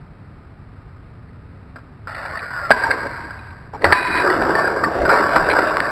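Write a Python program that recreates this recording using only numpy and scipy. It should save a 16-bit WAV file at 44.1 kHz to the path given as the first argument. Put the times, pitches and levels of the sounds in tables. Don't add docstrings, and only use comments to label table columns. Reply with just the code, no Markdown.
import sys
import numpy as np
from scipy import signal
from scipy.fft import rfft, irfft
from scipy.io import wavfile
from scipy.ndimage import uniform_filter1d

SR = 44100
rng = np.random.default_rng(int(sys.argv[2]) if len(sys.argv) > 2 else 0)


def dump_mix(stems):
    frames = np.atleast_2d(stems).T
    limited = np.clip(frames, -1, 1)
    pcm = np.round(limited * 32767).astype(np.int16)
    wavfile.write(sys.argv[1], SR, pcm)


N = 260618


def amp(db):
    return 10 ** (np.asarray(db) / 20)


def rms_one(x):
    return x / np.sqrt(np.mean(x ** 2) + 1e-20)


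def add_at(out, s, sound):
    at = round(s * SR)
    out[at:at + len(sound)] += sound[:N - at]


def levels(rows):
    s, *columns = np.transpose(rows)
    t = np.arange(N) / SR
    inside = ((t > s[0]) & (t < s[-1])) * 1.
    inside = uniform_filter1d(inside, size=90)
    return [inside * amp(np.interp(t, s, column)) for column in columns]


def ramp(start_s, end_s, start_db, db_per_s, hold_s=0.):
    hold_end_s = start_s + hold_s
    end_db = start_db + db_per_s * (end_s - hold_end_s)
    return levels([(start_s, start_db), (hold_end_s, start_db), (end_s, end_db)])[0]


def drift(rate_hz):
    r = np.exp(-2 * np.pi * rate_hz / SR)
    slow = signal.lfilter([1], [1, -2 * r, r * r], rng.standard_normal(N + SR))
    return rms_one(slow[SR:])


def resonance(x, hz, width_hz):
    r = np.exp(-np.pi * width_hz / SR)
    top = (1 - r * r) / 2
    return signal.lfilter([top, 0, -top], [1, -2 * r * np.cos(2 * np.pi * hz / SR), r * r], x)


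def body(force, modes):
    return sum((-1) ** k * amp(db) * resonance(force, hz, width_hz)
               for k, (hz, width_hz, db) in enumerate(modes))


def rolling(gain, modes, per_s, spread_db, bumpy_db, shift_db):
    sizes = amp(spread_db * np.minimum(rng.exponential(1, N), 4)) * rng.choice([-1, 1], N)
    hits = rng.random(N) < per_s / SR
    blows = sizes * hits * amp(bumpy_db * drift(35)) + 1e-18
    on = np.flatnonzero(gain)
    near = slice(on[0], min(on[-1] + SR // 4, N))
    out, wander = np.zeros(N), drift(7.0)
    for k, mode in enumerate(modes):
        push = amp(shift_db * np.roll(wander, k * SR // 3))
        force = blows * gain * push + 1e-18
        out[near] += (-1) ** k * body(force[near], [mode])
    steady_rms = np.sqrt(np.mean(body(blows, modes) ** 2))
    return out / steady_rms


def knocks(rows, modes, clatter_s, ring_db, ring_width_hz, contact_hz):
    out, t = np.zeros(N), np.arange(SR // 6) / SR
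    soft = np.exp(-2 * np.pi * contact_hz / SR)
    for s, peak_db, hz, thud_db in rows:
        force = rng.standard_normal(len(t)) * np.exp(-t / clatter_s)
        force[0] += 0.77 * np.sign(force[0])
        force = signal.lfilter([1], [1, -2 * soft, soft * soft], force)
        sound = rms_one(body(force, modes))
        sound += amp(ring_db) * rms_one(resonance(force, hz, ring_width_hz))
        sound += amp(thud_db) * rms_one(resonance(force, 637, 460))
        add_at(out, s, amp(peak_db) * sound / np.abs(sound).max())
    return out


def buzzes(rows, sag_per_s):
    out = np.zeros(N)
    for s, length_s, level_db, hz, width_hz in rows:
        u = np.arange(round(length_s * 1.4 * SR)) / (length_s * SR)
        r = np.exp(-np.pi * width_hz / SR)
        steady = 70 / width_hz
        wobble = signal.lfilter([1], [1, -r], rng.standard_normal((2, SR // 2)))
        wobble = wobble[:, -len(u):] * np.sqrt(1 - r * r)
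        phase = 2 * np.pi * np.cumsum(hz * (1 - sag_per_s * u * length_s)) / SR
        tone = (steady + wobble[0]) * np.sin(phase) + wobble[1] * np.cos(phase)
        shape = np.clip(u * length_s / 0.0015, 0, 1) * np.clip((1.4 - u) / 0.57, 0, 1)
        add_at(out, s, amp(level_db) * shape * rms_one(tone))
    return out


# (frequency [Hz], density [dB per Hz])
AIR_COLOUR = [(12, -48), (20, -17.5), (87, -2.5), (112, -5), (150, -8), (216, -16), (245, -14.5),
              (359, -23), (383, -19.5), (494, -25.5), (624, -27), (771, -27), (1180, -28), (1280, -25.5),
              (3200, -37), (4160, -70), (7040, -120)]
# (time [s], level at the crest [dB])
HAND_BUMPS = [(2.71, -39), (3.89, -36), (4.15, -33), (4.45, -34), (5.03, -28), (5.43, -29)]


def room_tone():
    hz = np.maximum(np.fft.rfftfreq(N, 1 / SR), 1)
    colour_hz, colour_db = np.transpose(AIR_COLOUR)
    colour = amp(np.interp(np.log(hz), np.log(colour_hz), colour_db))
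    air = amp(-39.5) * rms_one(irfft(rfft(rng.standard_normal(N)) * colour, N))
    whine = amp(-61) * rms_one(resonance(rng.standard_normal(N), 1235, 9.1))
    low_band = signal.butter(2, [25, 100], "band", fs=SR, output="sos")
    low = rms_one(signal.sosfilt(low_band, rng.standard_normal(N)))
    t = np.arange(N) / SR
    hands = sum(amp(db - 148 * np.abs(t - s)) for s, db in HAND_BUMPS)
    return air + whine + hands * low


# (frequency [Hz], width [Hz], relative level [dB])
TRACK_MODES = [(597, 188, -6), (856, 200, -9.5), (1100, 130, -6.5), (1310, 110, -1.5), (1455, 140, 0),
               (1790, 250, -2.5), (2065, 240, -7.5), (2380, 300, -16.5), (2880, 190, -19.5)]
# (time [s], peak [dB], strongest ring [Hz], thud against body sound [dB])
CAR_HITS = [(1.287, -41, 2000, -20), (1.759, -25, 1360, 0), (1.785, -32, 1300, -11),
            (2.072, -17, 1370, -23), (2.15, -21, 1970, -20), (2.259, -24.5, 2300, -12),
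            (2.39, -21, 2360, -20)]


def car():
    wheels = ramp(start_s=2.076, end_s=2.7, start_db=-30, db_per_s=6)
    out = rolling(wheels, TRACK_MODES, per_s=1600., spread_db=-0.5, bumpy_db=2.0, shift_db=2.5)
    return out + knocks(CAR_HITS, TRACK_MODES, clatter_s=0.0083, ring_db=9.0, ring_width_hz=210, contact_hz=3500)


# (time [s], length [s], level [dB], pitch [Hz], width [Hz])
WHEEL_WHINE = [(2.535, .14, -26.5, 1489, 27)]


def wheel_whine():
    return buzzes(WHEEL_WHINE, sag_per_s=.65)


# (frequency [Hz], width [Hz], relative level [dB])
BLOCK_MODES = [(259, 95, -8.5), (500, 170, -9.5), (670, 210, -8), (933, 28, 2.5), (1035, 79, -1.5),
               (1240, 370, -5.5), (1567, 92, 4.5), (1684, 147, 0), (1894, 440, -6.5), (2273, 88, -7.5),
               (2410, 160, -17)]
# (time [s], peak [dB], strongest ring [Hz], thud against body sound [dB])
BLOCK_HITS = [(2.705, 7.5, 890, 18), (2.711, 5.5, 1570, -2.5), (2.912, -8, 2113, -26),
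              (3.306, -20, 1520, -9), (3.505, -33.5, 2310, -20)]


def block_knocks():
    return knocks(BLOCK_HITS, BLOCK_MODES, clatter_s=0.0048, ring_db=7.0, ring_width_hz=94, contact_hz=3680)


# (time [s], length [s], level [dB], pitch [Hz],
# width [Hz])
BRIEF_BUZZES = [(2.716, 0.054, -23.5, 1000, 48), (2.83, 0.045, -20, 915, 44),
                (2.833, 0.026, -19.5, 1582, 88), (2.906, .011, -12, 1600, 150),
                (3.385, .018, -41, 2490, 110), (3.733, 0.033, -29.5, 860, 130),
                (3.855, 0.066, -26.5, 87, 13), (3.928, 0.054, -21.5, 1010, 12),
                (3.939, 0.24, -28.5, 2476, 16), (3.96, 0.15, -29, 1550, 25), (4.051, 0.031, -22, 1004, 25),
                (4.146, 0.025, -22, 1006, 31), (4.217, .1, -22, 369, 31), (4.5, 0.033, -23, 350, 37),
                (4.551, .058, -23, 1780, 32), (4.588, 0.036, -20, 1150, 20), (4.836, 0.036, -21.5, 1150, 65),
                (4.838, 0.012, -14, 1820, 45), (5.497, 0.022, -16, 2270, 510),
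                (5.664, 0.041, -21.5, 625, 18)]


def chatter():
    return buzzes(BRIEF_BUZZES, sag_per_s=0.0496)


# (time [s], table rumble [dB], rattle [dB])
SPINNER_TIPPING = [(3.73, -45, -40), (3.79, -38, -40), (3.84, -30.5, -37)]


def table_contacts():
    table, rattle = levels(SPINNER_TIPPING)
    table = table + ramp(2.76, 3.73, start_db=-31.5, db_per_s=-45.5, hold_s=0.2)
    rattle = rattle + ramp(2.76, 3.73, start_db=-22, db_per_s=-32, hold_s=0.16)
    out = rolling(rattle, BLOCK_MODES[2:], per_s=1500., spread_db=1.0, bumpy_db=-0.3, shift_db=0.5)
    return out + rolling(table, BLOCK_MODES[:2], per_s=900., spread_db=3.0, bumpy_db=3.4, shift_db=4.0)


# (frequency [Hz], width [Hz], relative level [dB])
STICK_MODES = [(740, 360, -12), (986, 39, 3.5), (1120, 120, -5), (1544, 190, 2.5), (1890, 244, 4),
               (2050, 410, -0.5), (2482, 79, 3), (3000, 140, -12.5)]
TRUCK_MODES = [(946, 210, 1.2), (1148, 71, 6.3), (1272, 204, 2.9), (1566, 183, 6.25), (1800, 107, 0.59)]
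LOOSE_MODES = [(2035, 220, -9.5), (2270, 340, -9.5), (2530, 550, -16), (2920, 150, -16)]
# (time [s], peak [dB], strongest ring [Hz], thud against body sound [dB])
STICK_HITS = [(3.82, -18, 1800, -12), (3.843, 6, 1990, 2.5), (3.852, -0.5, 1520, 0), (3.923, 6, 1675, -9)]


def spinner():
    out = knocks(STICK_HITS, TRUCK_MODES + LOOSE_MODES,
                 clatter_s=0.0054, ring_db=5.5, ring_width_hz=230, contact_hz=3030)
    rubbing = ramp(start_s=3.94, end_s=4.225, start_db=-21, db_per_s=10)
    return out + rolling(rubbing, STICK_MODES, per_s=1700.0, spread_db=0.5, bumpy_db=-1.6, shift_db=0.6)


# (frequency [Hz], width [Hz], relative level [dB])
BOARD_MODES = [(132, 88, -13.5), (258, 67, -7), (378, 81, -3), (475, 95, -1), (596, 87, 3.5),
               (732, 126, -0.5)]
# (time [s], board rumble [dB], body rattle [dB])
TRUCK_LEVELS = [(3.855, -20.5, -15), (3.89, -24, -21.5), (3.925, -30.5, -15), (3.945, -39.5, -42),
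                (4.2, -26, -28), (4.23, -24.5, -19), (4.4, -22, -20.5), (4.62, -22.5, -21),
                (4.9, -26, -26.5), (5.05, -21.5, -26), (5.11, -19.5, -14.5), (5.24, -23, -17.5),
                (5.48, -22.5, -20), (5.62, -24, -18.5), (5.76, -27, -23), (5.91, -28, -23)]
# (time [s], peak [dB], strongest ring [Hz], thud against body sound [dB])
TRUCK_HITS = [(4.247, -13, 1550, -4), (4.274, -7, 1390, -22), (4.299, -3, 1896, -20), (4.422, -6, 1570, 5),
              (4.552, -6.5, 1830, -31), (4.588, -11, 1100, -20), (4.674, -9, 1370, 0),
              (4.837, -2.5, 1155, -20), (5.052, -4, 1470, -6), (5.062, -8.5, 1447, -24),
              (5.091, -2.5, 1390, -20), (5.1, 0, 1380, 3), (5.135, -8.5, 940, -10), (5.208, -6, 1300, -15),
              (5.361, 2.5, 1522, -3), (5.488, -8, 1520, -5), (5.535, -8.5, 1450, 7), (5.587, -0.5, 1365, 3),
              (5.864, -11.5, 1460, -11)]


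def truck():
    rumble, rattle = levels(TRUCK_LEVELS)
    rolled_s = np.arange(N) / SR - 4.225
    deep = rumble * amp(-0.5 - 2.5 * rolled_s)
    loose = rattle * amp(-18.5 + 3.5 * rolled_s)
    out = rolling(deep, BOARD_MODES[:3], per_s=900., spread_db=2.5, bumpy_db=1.2, shift_db=1.5)
    out += rolling(rumble, BOARD_MODES[3:], per_s=900., spread_db=2.5, bumpy_db=1.2, shift_db=1.8)
    out += rolling(rattle, TRUCK_MODES, per_s=1200., spread_db=1.0, bumpy_db=0.53, shift_db=1.4)
    out += rolling(loose, LOOSE_MODES, per_s=920.0, spread_db=-1.0, bumpy_db=0.8, shift_db=3.5)
    return out + knocks(TRUCK_HITS, TRUCK_MODES + LOOSE_MODES,
                        clatter_s=0.0041, ring_db=3.5, ring_width_hz=78, contact_hz=2500)


# (time [s], peak [dB], pitch [Hz], width of each pass [Hz])
TRAILING_TICKS = [(5.7695, 0, 1400, 880), (5.8036, 0.7, 1600, 764)]


def stick_ticks():
    out, click = np.zeros(N), signal.unit_impulse(SR // 50)
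    for s, peak_db, hz, width_hz in TRAILING_TICKS:
        sound = -resonance(resonance(click, hz, width_hz), hz, width_hz)
        add_at(out, s, amp(peak_db) * sound / np.abs(sound).max())
    return out


def room(x):
    t = np.arange(SR // 2) / SR
    tail = rng.standard_normal(len(t)) * amp(-60 * t / .25) * (t > .004)
    tail /= np.sqrt(np.sum(tail ** 2))
    return amp(-12) * signal.fftconvolve(x, tail)[:N]


def scene():
    toys = car() + wheel_whine() + block_knocks() + chatter() + table_contacts()
    toys += spinner() + truck() + stick_ticks()
    return (toys + room(toys) + room_tone())[None]


def record(dry):
    samples_per_s = 6400
    t = np.arange(N) / SR
    band = signal.sosfilt(signal.butter(4, 2900, fs=SR, output="sos"), dry[0])
    kept_s = np.arange(0, N / SR + 1 / samples_per_s, 1 / samples_per_s)
    samples = np.clip(np.interp(kept_s, t, band), -1.05, 1.05)
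    lines = np.interp(t, kept_s, samples)
    top_cut = signal.cheby2(14, 85, 16600, fs=SR, output="sos")
    return signal.sosfilt(top_cut, lines)[None]


dry = scene()
out = record(dry)
dump_mix(out)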